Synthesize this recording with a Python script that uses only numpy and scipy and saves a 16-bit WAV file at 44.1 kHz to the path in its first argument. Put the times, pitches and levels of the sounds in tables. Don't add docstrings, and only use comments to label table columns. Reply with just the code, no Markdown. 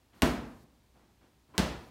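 import sys
import numpy as np
from scipy import signal
from scipy.fft import rfft, irfft, next_fast_len
from scipy.io import wavfile
from scipy.ndimage import uniform_filter1d

SR = 44100
rng = np.random.default_rng(int(sys.argv[2]) if len(sys.argv) > 2 else 0)


def to_wav(sig):
    pcm = np.clip(np.atleast_2d(sig), -1, 1) * 32767
    pcm = np.round(pcm).astype(np.int16)
    wavfile.write(sys.argv[1], SR, pcm.T)


def gain_from_db(level_db):
    decades = np.asarray(level_db, float) / 20
    return 10 ** decades


N = 83790
T = np.arange(N) / SR


def unit(x):
    return x / np.sqrt(np.mean(x ** 2) + 1e-20)


def along(points, hz):
    f, v = np.transpose(points)
    return np.interp(np.log(hz + 1), np.log(f + 1), v)


def filtered(x, response):
    size = next_fast_len(N + 8192)
    spectrum = rfft(x, size) * response(np.fft.rfftfreq(size, 1 / SR))
    return irfft(spectrum, size)[:N]


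def white():
    return rng.standard_normal(N)


def noise(colour):
    return unit(filtered(white(), lambda hz: gain_from_db(along(colour, hz))))


def swell(start, rise, t60):
    t = np.maximum(T - start, 0)
    return (1 - np.exp(-t / np.abs(rise))) * gain_from_db(-60 * t / np.abs(t60))


def resonances(rows):
    def response(f):
        total = 0
        for k, (centre, width, db) in enumerate(rows):
            peak = 1j * f * width / (centre * centre - f * f + 1j * f * width)
            total = total + (-1) ** k * gain_from_db(db) * peak
        return total
    return response


# (time [s], slap peak level [dB], slap centre [Hz], width of each of its two equal resonances [Hz],
#  tail level [dB], push peak level [dB], lag of the push [s])
SLAM_EVENTS = [(0.2208, -9, 2384, 4070, -25, -17, .0103), (1.5798, -8.5, 3386, 5184, -28, -20, .0190)]
# (slam number from 0, delay after the slam time [s], level relative to the slap [dB])
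SLAP_ECHOES = [(0, .0021, -13), (0, .0047, -13), (0, .0093, -10), (0, .0370, -18), (1, .0038, -7),
               (1, .0096, -15), (1, .0148, -11)]


def slaps():
    crackle_db, crackle_t60_s = -20.5, 0.016
    click = np.eye(1, N)[0]
    out = np.zeros(N)
    for k, (start, db, hz, width, *_) in enumerate(SLAM_EVENTS):
        copies = [(0.00021, 0)]
        copies += [(delay, loss) for which, delay, loss in SLAP_ECHOES if round(which) == k]

        def slap_response(f):
            spikes = sum(gain_from_db(loss) * np.exp(-2j * np.pi * f * (start + delay)) for delay, loss in copies)
            return -spikes * resonances([(hz, width, 0)])(f) ** 2

        snap = filtered(click, slap_response)
        crackle = noise([(500, -20), (hz, 0), (9000, -6), (16000, -16)])
        crackle = crackle * swell(start, 0.00015, crackle_t60_s)
        out += gain_from_db(db) * (snap / np.abs(snap).max() + gain_from_db(crackle_db) * crackle)
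    return out


# (frequency [Hz], level in the first slam [dB], level in the second slam [dB], 60 dB fade time [s])
THUD_MODES = [(50, -30.5, -34, 0.61), (62.8, -28, -30, 0.68), (82, -29, -28.5, 0.2),
              (161.5, -40.5, -32.5, 0.52), (190, -37.5, -22.5, 0.25), (224.5, -35, -42.5, 0.79),
              (248, -24, -46, .6), (289, -28.5, -40.5, 0.57), (344.3, -31.5, -36.5, 0.56),
              (415.6, -27.5, -36, 0.13), (655, -25, -33, 0.17), (1078, -25.5, -43, 0.09),
              (1632, -24.5, -58, 0.04), (2800, -28, -42, 0.055), (8700, -22.5, -56, 0.0086),
              (13200, -26.5, -51, .008)]


def thuds():
    push_s = 0.00414
    slowest_rise_s = 0.0027
    phase_scatter = 0.5
    out = np.zeros(N)
    for k, (start, *_, push_db, lag) in enumerate(SLAM_EVENTS):
        u = (T - start - lag) / push_s
        out -= gain_from_db(push_db) * np.sin(2 * np.pi * u) * (u > 0) * (u < 1)
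        slips = rng.normal(0, phase_scatter, len(THUD_MODES))
        for (hz, *db, t60), slip in zip(THUD_MODES, slips):
            phase = 2 * np.pi * hz * (T - start - lag - push_s / 2) + slip
            rise = min(slowest_rise_s, 2 / hz)
            out += gain_from_db(db[k]) * np.sin(phase) * swell(start, rise, t60)
    return out


# (frequency [Hz], relative level [dB])
TAIL_COLOURS = [
    [(18, -46), (40, -21.5), (200, -11), (480, -17.5), (660, -17), (790, -17.5), (1600, -22), (9500, -40),
     (16000, -45)],
    [(18, -32), (40, -10.5), (130, -14.5), (300, -14), (700, -15), (1200, -19), (4500, -25), (16000, -45)],
]
# (frequency [Hz], 60 dB fade time [s])
GARAGE_FADE = [(60, 0.99), (250, 0.74), (1000, 0.61), (3000, 0.54), (7000, 0.45), (12000, 0.38),
               (16000, 0.38)]
# (frequency [Hz], rise time constant [s])
GARAGE_BUILD = [(60, 0.014), (300, 0.0055), (1500, 0.0013), (8000, 0.0016)]


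def tails():
    out = np.zeros(N)
    centres = 30 * 2. ** np.arange(0, 9.5, .5)
    for (start, *_, db, _, _), colour in zip(SLAM_EVENTS, TAIL_COLOURS):
        rush = noise(colour)
        for c in centres:
            band = filtered(rush, lambda f: np.clip(1 - 2 * np.abs(np.log2((f + 1) / c)), 0, 1))
            out += gain_from_db(db) * band * swell(start, along(GARAGE_BUILD, c), along(GARAGE_FADE, c))
    return out


# (time [s], level [dB], rise time constant [s], 60 dB fade time [s], top of the dull sound [Hz])
HAND_SWELLS = [(0.119, -53.5, 0.039, 0.67, 1406), (.94, -55, 0.037, 0.62, 850),
               (1.205, -54.5, 0.029, 0.39, 928), (1.481, -56, 0.028, 0.8, 690)]


def hand_swells():
    out = np.zeros(N)
    for start, db, rise, t60, top_hz in HAND_SWELLS:
        colour = [(85, -20), (130, -2), (200, 0), (300, -4), (450, -12),
                  (top_hz, -12), (3 * top_hz, -25), (16000, -50)]
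        out += gain_from_db(db) * noise(colour) * swell(start, rise, t60)
    return out


# (centre [Hz], width [Hz], relative level [dB])
RUB_RESONANCES = [(360, 110, 0), (1030, 220, 0), (2600, 1500, -17)]


def rub():
    start_s, level_db, t60_s = 1.538, -49, 0.8
    rubbing = unit(filtered(white(), lambda f: resonances(RUB_RESONANCES)(f) / (1 + (f / 6000) ** 2)))
    return gain_from_db(level_db) * rubbing * swell(start_s, 0.0046, t60_s)


def tick():
    start_s, level_db, centre_hz, t60_s = 0.133, -60, 2800, 0.03
    burst = noise([(1500, -30), (centre_hz, 0), (4500, -30)])
    return gain_from_db(level_db) * burst * swell(start_s, 0.0015, t60_s)


def hum():
    hum_hz, level_db, waver_db = 59, -70, 1.5
    waver = unit(filtered(white(), lambda f: 1 / (1 + (f / 8) ** 2)))
    return gain_from_db(level_db + waver_db * waver) * np.sqrt(2) * np.sin(2 * np.pi * hum_hz * T)


def whine():
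    centre_hz, width_hz, level_db = 13600, 150, -92.5
    narrow = unit(filtered(white(), lambda f: resonances([(centre_hz, width_hz, 0)])(f) ** 2))
    return gain_from_db(level_db) * narrow


# (frequency [Hz], relative level [dB])
FLOOR_COLOUR = [(15, -39.5), (25, -7.5), (75, -1.5), (169, -14), (340, -16), (482, -20), (895, -22),
                (1300, -27), (4150, -30), (15500, -40)]


def noise_floor():
    return gain_from_db(-66.5) * noise(FLOOR_COLOUR)


# (start [s], end [s], level of the added hiss [dB])
HISS_SPELLS = [(0.146, 0.643, -72.5), (.945, 0.997, -85), (1.55, 1.896, -70.5)]
# (frequency [Hz], relative level [dB])
HISS_COLOUR = [(1500, -28), (4000, 5), (8000, 0.5), (10500, -1), (13500, -0.5), (16000, -6.5)]


def treble_hiss():
    steps = sum(gain_from_db(db) * (T > start) * (T < end) for start, end, db in HISS_SPELLS)
    return uniform_filter1d(steps, size=300) * noise(HISS_COLOUR)


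def scene():
    slams = slaps() + thuds() + tails()
    handling = hand_swells() + rub() + tick()
    background = hum() + whine() + noise_floor() + treble_hiss()
    return (slams + handling + background)[None]


def band_limit(x):
    return signal.sosfilt(signal.butter(12, 17030, fs=SR, output="sos"), x)


def record(dry):
    low_hz, top_hz = 45, 15800

    def microphone(f):
        bass_cut = (1j * f / (low_hz + 1j * f)) ** 2
        return bass_cut * np.where(f < top_hz, 1, gain_from_db(-38))

    mix = filtered(dry[0], microphone)[None]
    return band_limit(mix)


dry = scene()
out = record(dry)
to_wav(out)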